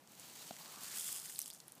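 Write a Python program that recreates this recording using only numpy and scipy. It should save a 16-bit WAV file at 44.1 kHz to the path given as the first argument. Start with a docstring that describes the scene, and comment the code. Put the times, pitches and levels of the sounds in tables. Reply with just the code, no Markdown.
"""A nest of dry grass burns close by on bare ground, over the faint rumble of the open air.
First a few stalks snap and heated gas hisses out of them; it whistles briefly twice, and between the
whistles, at 0.5 s, comes one dull bump. A breathy jet tone rises, and near 1 s the fire flares into
a dense fizz. Then it sinks back into separate ticks and sharp snaps, the loudest at 1.4 s."""
import sys
import numpy as np
from scipy import signal
from scipy.fft import rfft, irfft
from scipy.io import wavfile

SR = 44100
rng = np.random.default_rng(int(sys.argv[2]) if len(sys.argv) > 2 else 0)


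def file_out(sig):
    """Save sig as 16-bit WAV at sys.argv[1]."""
    # one column per channel
    cols = np.atleast_2d(sig).T
    # limit, then scale
    lim = np.clip(cols, -1, 1)
    pcm = np.round(lim * 32767).astype(np.int16)
    wavfile.write(sys.argv[1], SR, pcm)


N = 79380
EDGE_HZ = 15400  # top of the band


def amp(db):
    """The decibel law: 20 dB is a factor of ten in amplitude."""
    return 10 ** (np.asarray(db) / 20)


def unit_rms(x):
    """Normalisation to unit mean power."""
    return x / np.sqrt(np.mean(x ** 2) + 1e-20)


def curve(points, column=1):
    """Linear interpolation of a table over time."""
    p = np.array(points)
    return np.interp(np.arange(N) / SR, p[:, 0], p[:, column])


def coloured(x, colour):
    """Spectral shaping by (frequency, level) points, to unit rms."""
    hz, db = np.transpose(colour)
    gain = amp(np.interp(np.log(np.fft.rfftfreq(N, 1 / SR) + 1), np.log(hz), db))
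    return unit_rms(irfft(rfft(x) * gain, N))


def wander(rate_hz):
    """Random modulation: band-limited noise of unit rms."""
    hz = np.fft.rfftfreq(N, 1 / SR)
    white = rfft(rng.standard_normal(N))
    return unit_rms(irfft(white * (hz > rate_hz / 10) / (1 + (hz / rate_hz) ** 2), N))


def resonate(x, hz, width_hz):
    """Forced response of a damped resonator tuned to the curve hz."""
    turn = np.exp(2j * np.pi * np.cumsum(hz) / SR)
    pole = np.exp(-np.pi * width_hz / SR)
    return 2 * (turn * signal.lfilter([1 - pole], [1, -pole], x / turn)).real


def add(mix, s, sound):
    """Superposition of a sound from time s on."""
    part = mix[round(s * SR):][:len(sound)]
    part += sound[:len(part)]


def bursts(per_s, spread_db, decay_s, steady_share):
    """Shot noise: random decaying puffs add in power to steady noise."""
    size = amp(spread_db * np.minimum(rng.exponential(1, N), 3.2))
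    puffs = size * (rng.random(N) < per_s / SR)
    power = signal.lfilter([1], [1, -np.exp(-1 / (decay_s * SR))], puffs ** 2)
    return np.sqrt(steady_share + (1 - steady_share) * power / power.mean()) * rng.standard_normal(N)


def ring(hz, decay_s):
    """Damped free vibration of a hollow stalk, of unit energy."""
    t = np.arange(512) / SR
    tone = np.sin(2 * np.pi * hz * t) * np.exp(-t / decay_s) * (1 - np.exp(-2 * t / decay_s))
    return tone / np.linalg.norm(tone)


# Spectrum of the open air (frequency [Hz], relative level [dB])
AIR_SPECTRUM = [(25, -16), (55, -20.5), (100, -6.5), (140, 0.5), (200, 1), (320, -4), (500, -6), (850, -6),
                (1400, -12), (2500, -15.5), (6000, -18.5), (15000, -21.5)]
# Its envelope (time [s], level [dB])
AIR_ENVELOPE = [(.15, -65), (.25, -62.5), (.9, -62), (1.2, -63.5), (1.55, -66.5), (1.76, -64)]
def air():
    """Turbulence of breeze and flame makes a faint, uneven rumble."""
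    rumble = coloured(rng.standard_normal(N), AIR_SPECTRUM)
    return rumble * amp(curve(AIR_ENVELOPE) + 1.5 * wander(rate_hz=43))


# Modes of the bump (frequency [Hz], level [dB], rise time [s], decay time [s])
BUMP_MODES = [(220, -44.5, 0.0027, 0.0013), (700, -37.5, 0.0015, 0.0012), (1400, -50, 0.0012, 0.0008)]
def bump(onset_s=.5083):
    """Modal response to a soft knock: heavily damped modes, neighbours in antiphase."""
    out, t = np.zeros(N), np.arange(SR // 20) / SR
    for k, (hz, db, rise_s, decay_s) in enumerate(BUMP_MODES, 1):
        swell = t ** (rise_s / decay_s) * np.exp(-t / decay_s)
        add(out, onset_s, (-1) ** k * amp(db) * swell / swell.max() * np.sin(2 * np.pi * hz * t))
    return out


# Glide of the gas jet (time [s], resonance [Hz], level [dB])
JET_GLIDE = [(0, 700, -90), (.3, 769.5, -72.5), (.55, 801, -74), (.62, 951.4, -63.5), (.7, 1021, -65.5),
             (.78, 1151, -61), (.85, 1410, -66.5), (.94, 1814, -59.5), (1.03, 1579, -68.5),
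             (1.17, 1050, -68), (1.28, 1674, -70), (1.36, 1207, -81)]
def jet(relative_width=.9):
    """Turbulence in a resonance of constant Q: a breathy tone that widens as it climbs."""
    cycles = np.cumsum(curve(JET_GLIDE)) / SR
    eddies = rng.standard_normal(N) + 1j * rng.standard_normal(N)
    flutter = np.interp(cycles * relative_width, np.arange(N), eddies)
    tone = (flutter * np.exp(2j * np.pi * cycles)).real
    return unit_rms(tone) * amp(curve(JET_GLIDE, column=2) + 2 * wander(rate_hz=90))


# Spits of gas (time [s], duration [s], pitch [Hz], level [dB])
GAS_SPITS = [(0.39, 0.048, 4100, -63), (0.603, 0.028, 4540, -58.5)]
def spits():
    """Flow noise drives a narrow resonance: gas whistles through a split stalk."""
    out = np.zeros(N)
    for s, length_s, hz, db in GAS_SPITS:
        tone = unit_rms(resonate(rng.standard_normal(N), np.full(N, hz), width_hz=480))
        swell = signal.windows.tukey(round(length_s * SR))
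        add(out, s, amp(db) * swell * tone[:len(swell)])
    return out


# Spectrum of escaping gas (frequency [Hz], relative level [dB])
HISS_SPECTRUM = [(300, -22), (1000, -4), (2100, -1.5), (2900, 1), (3600, 1), (4500, 3.5), (5200, -0.5),
                 (6300, 2.5), (7900, 3), (10000, -2.5), (15000, -1.5)]
# Its envelope (time [s], level [dB])
HISS_ENVELOPE = [(0, -80), (.11, -65.5), (.135, -60), (.175, -60.5), (.21, -56), (.38, -55), (.41, -52),
                 (.45, -53), (.54, -55.7), (.79, -54), (.83, -50.5), (1.0, -51), (1.2, -57.5), (1.5, -69.5),
                 (1.8, -82)]
def hiss():
    """Flow noise: gas leaves the heated stalks in a grainy, wavering hiss."""
    gas = bursts(per_s=500, spread_db=4.5, decay_s=.0009, steady_share=0.7)
    return coloured(gas, HISS_SPECTRUM) * amp(curve(HISS_ENVELOPE) + 1.17 * wander(rate_hz=33))


# Spectrum of fine blades catching fire (frequency [Hz], relative level [dB])
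FIZZ_SPECTRUM = [(400, -45), (1200, -19), (2400, -14), (3400, -3.5), (4000, -19), (5000, -3.5), (5600, -9),
                 (6500, -3), (8200, 1.5), (10000, -1), (12500, -5), (15000, -6)]
# Its envelope (time [s], level [dB])
FIZZ_ENVELOPE = [(0, -100), (.79, -67), (.82, -56), (.91, -54.5), (.97, -44), (1.01, -43), (1.07, -44.5),
                 (1.13, -43.5), (1.19, -47.5), (1.225, -55), (1.257, -47.5), (1.275, -54), (1.3, -49.5),
                 (1.33, -54), (1.43, -52), (1.5, -58), (1.52, -78), (1.542, -59), (1.6, -69.5), (1.8, -72)]
def fizz():
    """Dense shot noise: the pops of countless fine blades merge as the fire flares."""
    pops = bursts(per_s=1400, spread_db=6.5, decay_s=0.0009, steady_share=0.45)
    return coloured(pops, FIZZ_SPECTRUM) * amp(curve(FIZZ_ENVELOPE) + 0.5 * wander(rate_hz=89))


# Envelope of the ticking (time [s], level [dB])
TICK_ENVELOPE = [(0, -86), (.45, -68), (.75, -65.5), (1.0, -51), (1.22, -61.5), (1.36, -54), (1.49, -60.5),
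                 (1.57, -68), (1.62, -71)]
def ticks(stalks=32, per_s=800, low_hz=3960, high_hz=12440, spread_db=4):
    """A Poisson process of impulses rings thin stalks, each at its natural frequency."""
    out = np.zeros(N)
    for hz in np.geomspace(low_hz, high_hz, stalks):
        size = amp(spread_db * np.minimum(rng.exponential(1, N), 3))
        impulses = size * (rng.random(N) < per_s / stalks / SR)
        out += signal.oaconvolve(impulses, ring(hz, decay_s=0.0003))[:N]
    return unit_rms(out) * amp(curve(TICK_ENVELOPE))


def crack(centre_hz, octaves=0.38, body_db=-13.5, body_hz=11300, bass_lag_s=0.00061, size=512):
    """Dispersion along a stalk smears a click of unit energy: its bass trails its treble."""
    hz = abs(np.fft.fftfreq(size, 1 / SR)) + 1
    hump = np.exp(-(np.log2(hz / centre_hz) / octaves / 2) ** 2)
    body = amp(body_db) * hz / (hz + centre_hz / 10) / (1 + (hz / body_hz) ** 2)
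    spectrum = np.exp(np.conj(signal.hilbert(np.log(hump + body))))[:size // 2 + 1]  # minimum phase
    delay_s = bass_lag_s * np.maximum(1 - hz[:len(spectrum)] / EDGE_HZ, 0)
    click = irfft(spectrum * np.exp(-2j * np.pi * np.cumsum(delay_s) * SR / size))
    return click / np.linalg.norm(click)


# Bursting stalks, and at 0.509 s the sharp onset of the bump (time [s], level [dB], click centre [Hz], # ring
# pitch [Hz], ring level [dB re click], sputter level [dB re impulse])
STALK_SNAPS = [(0.0747, -37.5, 6850, 3200, -12, -10), (0.12, -37.5, 9300, 7300, -19, -11),
               (0.1973, -33.5, 8140, 9660, -1, -4), (0.4776, -32, 7000, 8000, 2.5, -10),
               (0.509, -32, 3200, 3240, -19, -3.5), (0.566, -31, 6000, 2000, -7, -10),
               (0.659, -31.5, 4230, 1700, -6, -11), (0.835, -25, 9300, 8700, 2, -12),
               (0.9599, -27, 9500, 7700, -5, -8), (0.9732, -23, 10300, 1900, -11, -4),
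               (0.984, -26, 11500, 11000, -8, -12), (1.009, -21.5, 7950, 3530, -6, -2),
               (1.088, -35, 1703, 8900, 2, 0), (1.1275, -23.5, 9200, 8900, -9, 3),
               (1.183, -28, 8600, 4000, -12, -5), (1.1994, -24, 9000, 8000, -10, -6),
               (1.2578, -28.5, 8050, 1897, -9.5, 1), (1.2974, -27, 7900, 2000, -9.5, -1.5),
               (1.391, -12, 10600, 8100, -3.5, -11.5), (1.3914, -32.5, 2420, 1400, -10, -4),
               (1.4025, -26.5, 11000, 6010, 0, -5), (1.4171, -19.5, 11800, 5900, -0.5, -7),
               (1.4257, -28.5, 8650, 9500, 0, -7), (1.4592, -24.5, 8000, 3100, -10, -8),
               (1.4795, -26.5, 9200, 10400, -6, -6), (1.5022, -24, 9200, 3450, -5, -8),
               (1.5083, -35, 5500, 4500, 0.5, -9), (1.514, -41, 6000, 4860, 4.5, -11),
               (1.5308, -35, 5000, 9050, -2, -7), (1.536, -29.5, 10490, 8800, -1.5, -4),
               (1.5477, -33.5, 7740, 6200, -5, -7), (1.602, -33.5, 6400, 4720, -6, 0.5),
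               (1.681, -35.5, 11500, 10700, -5, 2), (1.6824, -45, 2615, 5530, -6, 5.5),
               (1.7211, -32.5, 8800, 9400, 2.5, -13), (1.7526, -38, 11100, 14000, 0, -5.5)]
def snaps(sputter_s=0.0021, sputter_delay_s=.0002, scatter_s=0.01, scatter_db=-19):
    """Convolution: a stalk's click and ring follow its burst, its sputter and a faint ground echo."""
    out, t = np.zeros(N), np.arange(SR // 25) / SR
    for s, db, centre_hz, ring_hz, ring_db, sputter_db in STALK_SNAPS:
        grain, roughness, echo = rng.standard_normal((3, len(t)))
        sputter = grain * np.exp(np.clip(roughness, -2, 2) - t / sputter_s) * (t > sputter_delay_s)
        scatter = echo * np.exp(-t / scatter_s)
        tail = amp(sputter_db) * unit_rms(sputter) + amp(scatter_db) * unit_rms(scatter)
        drive = (t == 0) + tail / np.sqrt(len(t))
        response = crack(centre_hz) + amp(ring_db) * ring(ring_hz, decay_s=0.00057)
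        add(out, s, amp(db) * signal.fftconvolve(drive, response))
    return out


def scene():
    """Superposition of the open air, the bump and the fire in one channel."""
    return (air() + bump() + jet() + spits() + hiss() + fizz() + ticks() + snaps())[None]


def record(dry):
    """Band limiting: a gentle low cut at 88 Hz and a steep edge in the treble."""
    thin = signal.lfilter(*signal.butter(1, 88, "highpass", fs=SR), dry)
    lowpass = signal.firwin(401, EDGE_HZ, window=("kaiser", 7), fs=SR)
    return signal.oaconvolve(thin, lowpass[None], "same")


dry = scene()
out = record(dry)
file_out(out)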